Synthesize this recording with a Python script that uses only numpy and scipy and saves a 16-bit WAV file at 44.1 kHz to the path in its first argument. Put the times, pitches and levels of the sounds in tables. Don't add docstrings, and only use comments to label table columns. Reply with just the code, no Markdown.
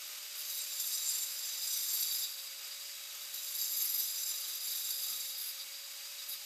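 import sys
import numpy as np
from scipy import signal
from scipy.fft import rfft, irfft, next_fast_len
from scipy.io import wavfile
from scipy.ndimage import map_coordinates

SR = 44100
rng = np.random.default_rng(int(sys.argv[2]) if len(sys.argv) > 2 else 0)


def output_pcm(signal):
    pcm = np.clip(np.atleast_2d(signal).T, -1, 1) * 32767
    wavfile.write(sys.argv[1], SR, np.round(pcm).astype(np.int16))


N = 284435

# centre in Hz, width in Hz before spreading, relative level in dB.
GUARD = [(3560, 75, -9.5), (3872, 80, -3.6), (4070, 70, -16), (4630, 52, -1.5), (4835, 42, -7),
         (4940, 58, -0.3)]
GEAR = 9 / 32


def amp(db):
    return 10 ** (np.asarray(db) / 20)


def unit(x):
    return x / np.sqrt(np.mean(x ** 2) + 1e-20)


def curves(rows):
    s, *cols = np.transpose(rows)
    return [np.interp(np.arange(N) / SR, s, c) for c in cols]


def wobble(rate_hz, size=16):
    knots = rng.standard_normal(int(N * rate_hz / SR) + 4)
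    fine = np.arange(len(knots) * size) / size
    return np.interp(np.arange(N) * rate_hz / SR, fine, map_coordinates(knots, [fine]))


def filtered(x, response):
    m = next_fast_len(N + 8192)
    return irfft(rfft(x, m) * response(np.fft.rfftfreq(m, 1 / SR)), m)[:N]


def coloured(x, points):
    hz, db = np.transpose(points)
    return unit(filtered(x, lambda f: amp(np.interp(np.log(f + 1), np.log(hz), db))))


def held(start_s, length_s, attack_s, release_s):
    age_s = np.maximum(np.arange(N) / SR - start_s, 0)
    return (1 - np.exp(-age_s / attack_s)) * np.exp(-np.maximum(age_s - length_s, 0) / release_s)


def swell(start_s, peak_s):
    age = np.maximum(np.arange(N) / SR - start_s, 0) / peak_s
    return age * np.exp(1 - age)


def rung(x, modes, drift_db, spread=1.5, flares=()):
    flare_s = 0.029
    m = next_fast_len(N + 8192)
    f = np.fft.rfftfreq(m, 1 / SR)
    drive = rfft(x, m)
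    total = 0
    for hz, width_hz, db in modes:
        level_db = db + drift_db * wobble(9)
        for start_s, length_s, flare_hz, boost_db in flares:
            if abs(flare_hz - hz) < width_hz:
                level_db = level_db + boost_db * held(start_s, length_s, flare_s, flare_s)
        damping = 1j * f * spread * width_hz
        bandpass = damping / (hz * hz - f * f + damping)
        total = total + amp(level_db) * irfft(drive * bandpass ** 2, m)[:N]
    return unit(total)


def grit(turns, repeat, wear_turns, runout_db, oval_db, lobes_db, chatter_db, size=280):
    lobes = 6
    keep = np.exp(-1 / wear_turns)
    rim = rng.standard_normal((int(turns[-1]) + 2, size))
    state = keep * rng.standard_normal((1, size))
    rim = signal.lfilter([np.sqrt(1 - keep ** 2)], [1, -keep], rim, axis=0, zi=state)[0]
    worn = unit(map_coordinates(rim.ravel(), [turns * size]))
    force = np.sqrt(repeat) * worn + np.sqrt(1 - repeat) * rng.standard_normal(N)
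    angle = 2 * np.pi * turns
    bite_db = runout_db * np.cos(angle) + oval_db * np.cos(2 * angle) + lobes_db * np.cos(lobes * angle)
    return unit(force * amp(bite_db + chatter_db))


def whine(turns, orders):
    total = np.zeros(N)
    for order, db in orders:
        sine = np.sin(2 * np.pi * (order * turns + rng.random()))
        total += amp(db + 1.0 * wobble(25)) * np.sqrt(2) * sine
    return total


def drone(spindle_turns):
    # centre in Hz, width in Hz before spreading, relative level in dB.
    hollow = [(819, 28, 0)]
    tone = np.sin(2 * np.pi * 5 * spindle_turns)
    return amp(-87.5) * rung(tone, hollow, drift_db=0.5, spread=0.92)


def motor(turns):
    # multiple of the motor shaft's speed, level in dB rms.
    motor_orders = [(1, -72.5), (4, -71.5), (5, -69), (7, -74), (12, -63.5)]
    # multiple of the spindle's speed, level in dB rms.
    spindle_orders = [(2, -89), (3, -97), (5, -88.5), (8, -80), (16, -72.5), (50, -64.5), (70, -71),
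                      (80, -76)]
    # frequency in Hz, relative gain in dB.
    fan_spectrum = [(25, -39), (65, -24), (110, -28.5), (230, -25.5), (450, -14.5), (680, -15),
                    (1200, -8.5), (2500, -1), (5500, 0.5), (8100, -0.5), (9800, -6.5), (11900, 1),
                    (14500, -5.5), (15400, -15.5)]
    # centre in Hz, width in Hz before spreading, relative level in dB.
    housing_modes = [(710, 22, -14.5), (828, 48, -8), (1132, 79, -6.5), (1249, 117, -1.5), (1470, 136, -5),
                     (2240, 96, -0.5), (2565, 70, 0), (2828, 61, -3)]
    mains_hz, mains_db = 60, -97.5
    recede_db_per_s = 0.22
    t = np.arange(N) / SR
    spindle_turns = turns * GEAR
    tones = whine(turns, motor_orders) + whine(spindle_turns, spindle_orders)
    hum = whine(mains_hz * t, [(1, mains_db)])
    hiss = amp(-46.5) * coloured(rng.standard_normal(N), fan_spectrum)
    hollows = amp(-64) * rung(rng.standard_normal(N), housing_modes, drift_db=2.5, spread=1.28)
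    chop_db = 0.8 * np.cos(4 * np.pi * spindle_turns)
    flicker_db = 0.65 * wobble(20) + 0.75 * wobble(220)
    air = amp(chop_db + flicker_db - recede_db_per_s * t) * (hiss + hollows)
    teeth = grit(spindle_turns, repeat=0.45, wear_turns=30, runout_db=3.2, oval_db=2.5, lobes_db=0,
                 chatter_db=wobble(36))
    guard_ring = rung(teeth, GUARD, drift_db=0.5, spread=1.8)
    return tones + drone(spindle_turns) + hum + air + amp(-56.5) * guard_ring


def feed(idle_face_db=-55, idle_rim_db=-59):
    # start in seconds, length in seconds, force in dB,
    # lean in dB (+ onto its face, - onto its rim).
    pass_rows = [(0.33, 1.88, -46, 0.58), (3.30, 1.972, -45, -0.5)]
    push_rows = [(0.03, 0.058, -56, -6), (0.343, 0.065, -54, -8), (0.467, 0.125, -49, -4.5),
                 (0.56, 0.057, -45.5, 5), (0.77, 0.04, -43.5, 0), (0.8, 0.44, -44, 0.5),
                 (1.023, 0.074, -48, 5.5), (1.08, 0.15, -57, -5), (1.615, 0.63, -44.5, -0.5),
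                 (1.868, 0.17, -43, 0), (2.1, 0.06, -54, -11), (2.214, 0.25, -58, -6),
                 (3.194, 0.048, -49, -3), (3.53, 0.57, -46.5, -1), (3.586, 0.06, -50, 3),
                 (3.716, 0.21, -50, -3.5), (3.926, 0.1, -47, 1), (4.13, 0.19, -46.5, 0.5),
                 (4.623, 0.59, -48, -1.5), (5.361, 0.14, -54, -11.5), (5.47, 0.15, -61, -7),
                 (6.273, 0.065, -45.5, -4)]
    # start in seconds, peak drive in dB.
    graze_rows = [(2.23, -39), (2.33, -49), (2.39, -48), (2.46, -47), (2.71, -51), (3.21, -46.5),
                  (5.41, -54), (5.59, -43), (5.73, -49), (6.18, -44), (6.30, -42)]
    enter_s, leave_s = 0.064, 0.14
    push_s, release_s = 0.022, 0.019
    graze_peak_s = 0.016
    steady_db = -46
    guard_db, guard_growth = -44, 0.56
    depth_s, depth_growth = 0.9, 0.21
    squeal_steady_db, squeal_growth, squeal_top_db = -56.5, 1.87, -46.5

    contacts = [(held(s, length, enter_s, leave_s), db, lean) for s, length, db, lean in pass_rows]
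    contacts += [(held(s, length, push_s, release_s), db, lean) for s, length, db, lean in push_rows]
    face = sum((amp(db + lean) * envelope) ** 2 for envelope, db, lean in contacts)
    rim = sum((amp(db - lean) * envelope) ** 2 for envelope, db, lean in contacts)
    rim = rim * amp(0.5 * wobble(70)) ** 2
    face_db = 10 * np.log10(face + amp(idle_face_db) ** 2)
    rim_db = 10 * np.log10(rim + amp(idle_rim_db) ** 2)

    force_db = (face_db + rim_db) / 2 - steady_db
    keep = np.exp(-1 / (depth_s * SR))
    depth_db = signal.lfilter([1 - keep], [1, -keep], force_db, zi=force_db[:1])[0]
    shaken = amp(guard_db + guard_growth * force_db + depth_growth * depth_db)
    jolts = sum(amp(db) * swell(s, graze_peak_s) for s, db in graze_rows)
    squeal_db = np.minimum(squeal_steady_db + squeal_growth * (rim_db - steady_db), squeal_top_db)
    return 20 * np.log10(np.hypot(shaken, jolts)), face_db, rim_db, squeal_db


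def catches(decay_60db_s=0.066, catch_db=-11, rise_s=0.006):
    # start in seconds, burst level in dB before catch_db and the envelope,
    # squeal in dB relative to the burst.
    catch_rows = [(0.797, -31, 14), (1.185, -39, -6), (1.945, -26, -10), (3.338, -23, 2), (3.811, -29, 5),
                  (3.852, -28, 3), (3.94, -29, 8), (4.002, -31, 7), (4.7555, -32, 4), (5.1094, -29, -4),
                  (6.2876, -30, 3)]
    t, scrape, squeal = np.arange(N) / SR, np.zeros(N), np.zeros(N)
    for start_s, db, squeal_db in catch_rows:
        age_s = np.maximum(t - start_s, 0)
        burst = amp(db + catch_db - 60 * age_s / decay_60db_s) * (1 - np.exp(-age_s / rise_s))
        scrape += burst
        squeal += amp(squeal_db) * burst
    return scrape, squeal


def wavering(x, share, rate_hz):
    return map_coordinates(x, [np.arange(N) + np.cumsum(share * wobble(rate_hz))], mode="mirror")


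def cutting(turns, firm_db=-41, ring_growth=0.49):
    # centre in Hz, width in Hz before spreading, relative level in dB.
    disc_modes = [(5300, 70, -9.5), (5932, 55, -5), (6240, 60, -14), (6415, 62, -6), (7310, 130, -0.9),
                  (8250, 70, -16), (8478, 58, -8.7), (9160, 57, -16)]
    rim_modes = [(10420, 80, 1), (10760, 100, -0.5), (11305, 62, -2), (11555, 50, -4), (13080, 130, -9),
                 (13850, 80, -8), (14200, 75, -6.5), (14750, 170, -11)]
    squeal_modes = [(12880, 55, 0)]
    # frequency in Hz, relative gain in dB.
    scrape_spectrum = [(150, -30.5), (500, -20), (1500, -12.5), (3100, -9), (3800, -3.5), (5500, 2),
                       (7800, -0.5), (8600, -4), (9700, -26)]
    sizzle_spectrum = [(3000, -56), (10000, -18.5), (10500, 0.5), (11700, -3.5), (12500, 4.5),
                       (13300, -4.5), (14200, 3.5), (14500, -10), (15300, -14)]
    # start in seconds, length in seconds,
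    # resonance in Hz, boost in dB.
    flare_rows = [(0.47, 0.058, 3850, 6), (0.98, 0.049, 3850, 7), (1.88, 0.28, 4630, 3),
                  (1.3, 0.4, 4940, 2.5), (3.72, 0.51, 4940, 2.5), (1.48, 0.31, 5935, 8),
                  (4.25, 0.4, 5935, 3), (3.59, 0.062, 6415, 10), (3.76, 0.075, 6415, 11),
                  (0.99, 0.3, 7310, 2.5), (3.57, 0.083, 7310, 1.5), (4.23, 0.083, 7310, 3),
                  (0.5, 0.79, 8478, 6.5), (1.64, 0.36, 8478, 7), (0.47, 0.4, 12880, 2.5),
                  (3.45, 0.6, 12880, 4.5), (4.7, 0.8, 12880, 1)]
    judder_hz = 150

    guard_db, face_db, rim_db, squeal_db = feed()
    judder_db = 0.3 * wobble(25) + 1.45 * wobble(judder_hz)
    force = grit(turns, repeat=0.37, wear_turns=5, runout_db=2.3, oval_db=2.2, lobes_db=2.5,
                 chatter_db=judder_db)
    shake = grit(turns, repeat=0.3, wear_turns=4, runout_db=2.0, oval_db=2.2, lobes_db=2.5,
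                 chatter_db=0.9 * judder_db)
    crumble = grit(turns, repeat=0.45, wear_turns=7.1, runout_db=2.4, oval_db=0.9, lobes_db=1.1,
                   chatter_db=judder_db + 1.1 * wobble(1500))
    burst, shriek = catches()

    def ringing(db):
        return db + ring_growth * np.minimum(db - firm_db, 0)

    guard_ring = rung(shake, GUARD, drift_db=0.4, spread=1.9, flares=flare_rows)
    guard_ring = wavering(guard_ring, share=0.003, rate_hz=judder_hz)
    disc_ring = rung(force, disc_modes, drift_db=0.8, spread=1.3, flares=flare_rows)
    rim_ring = rung(force, rim_modes, drift_db=0.6, spread=1.6)
    squeal_ring = rung(force, squeal_modes, drift_db=0.7, spread=1.3, flares=flare_rows)

    guard = amp(guard_db - 2.5) * guard_ring
    disc = (amp(ringing(face_db) - 0.3) + 0.3 * burst) * disc_ring
    rim = (amp(ringing(rim_db) - 3.5) + 0.51 * burst) * rim_ring
    squeal = (amp(ringing(squeal_db) + 6) + shriek) * squeal_ring
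    scrape = (amp(face_db - 7.0) + 0.8 * burst) * coloured(crumble, scrape_spectrum)
    sizzle = (amp(rim_db - 2.0) + burst) * coloured(crumble, sizzle_spectrum)
    thrum = (amp(-98) + amp(guard_db - 47)) * np.sin(2 * np.pi * turns)
    return guard + disc + rim + squeal + scrape + sizzle + thrum


def bumps():
    # start in seconds, pitch in Hz, width in Hz, peak of the envelope in dB.
    bump_rows = [(3.08, 62, 25, -83), (3.66, 174, 70, -84), (5.08, 205, 110, -77), (6.27, 160, 40, -87)]
    peak_s = 0.046
    total = np.zeros(N)
    for start_s, hz, width_hz, db in bump_rows:
        thud = rung(rng.standard_normal(N), [(hz, width_hz, 0)], drift_db=0, spread=1)
        total += amp(db) * swell(start_s, peak_s) * thud
    return total


def scene():
    # time in seconds, motor speed in turns per second before a slight random drift.
    speed_rows = [(0, 584.5), (0.5, 582.5), (0.8, 575.4), (1.2, 559.6), (1.6, 555.4), (2.2, 549.4),
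                  (2.5, 559.0), (2.9, 570.7), (3.3, 575.0), (3.6, 570.5), (4.05, 556.2), (4.5, 550.0),
                  (5.3, 546.6), (5.6, 556.5), (6, 569.0), (6.45, 575.2)]
    speed_hz, = curves(speed_rows)
    turns = np.cumsum(speed_hz * (1 + 0.00084 * wobble(15))) / SR
    mono = motor(turns) + cutting(turns * GEAR) + bumps()
    return np.tile(mono, (2, 1))


def record(dry, notch_hz=10000, notch_width_hz=220, notch_db=-12, top_hz=15400):
    def response(f):
        dip_db = notch_db / (1 + ((f - notch_hz) / notch_width_hz) ** 2)
        return amp(dip_db) * (f < top_hz)

    return np.array([filtered(channel, response) for channel in dry])


dry = scene()
out = record(dry)
output_pcm(out)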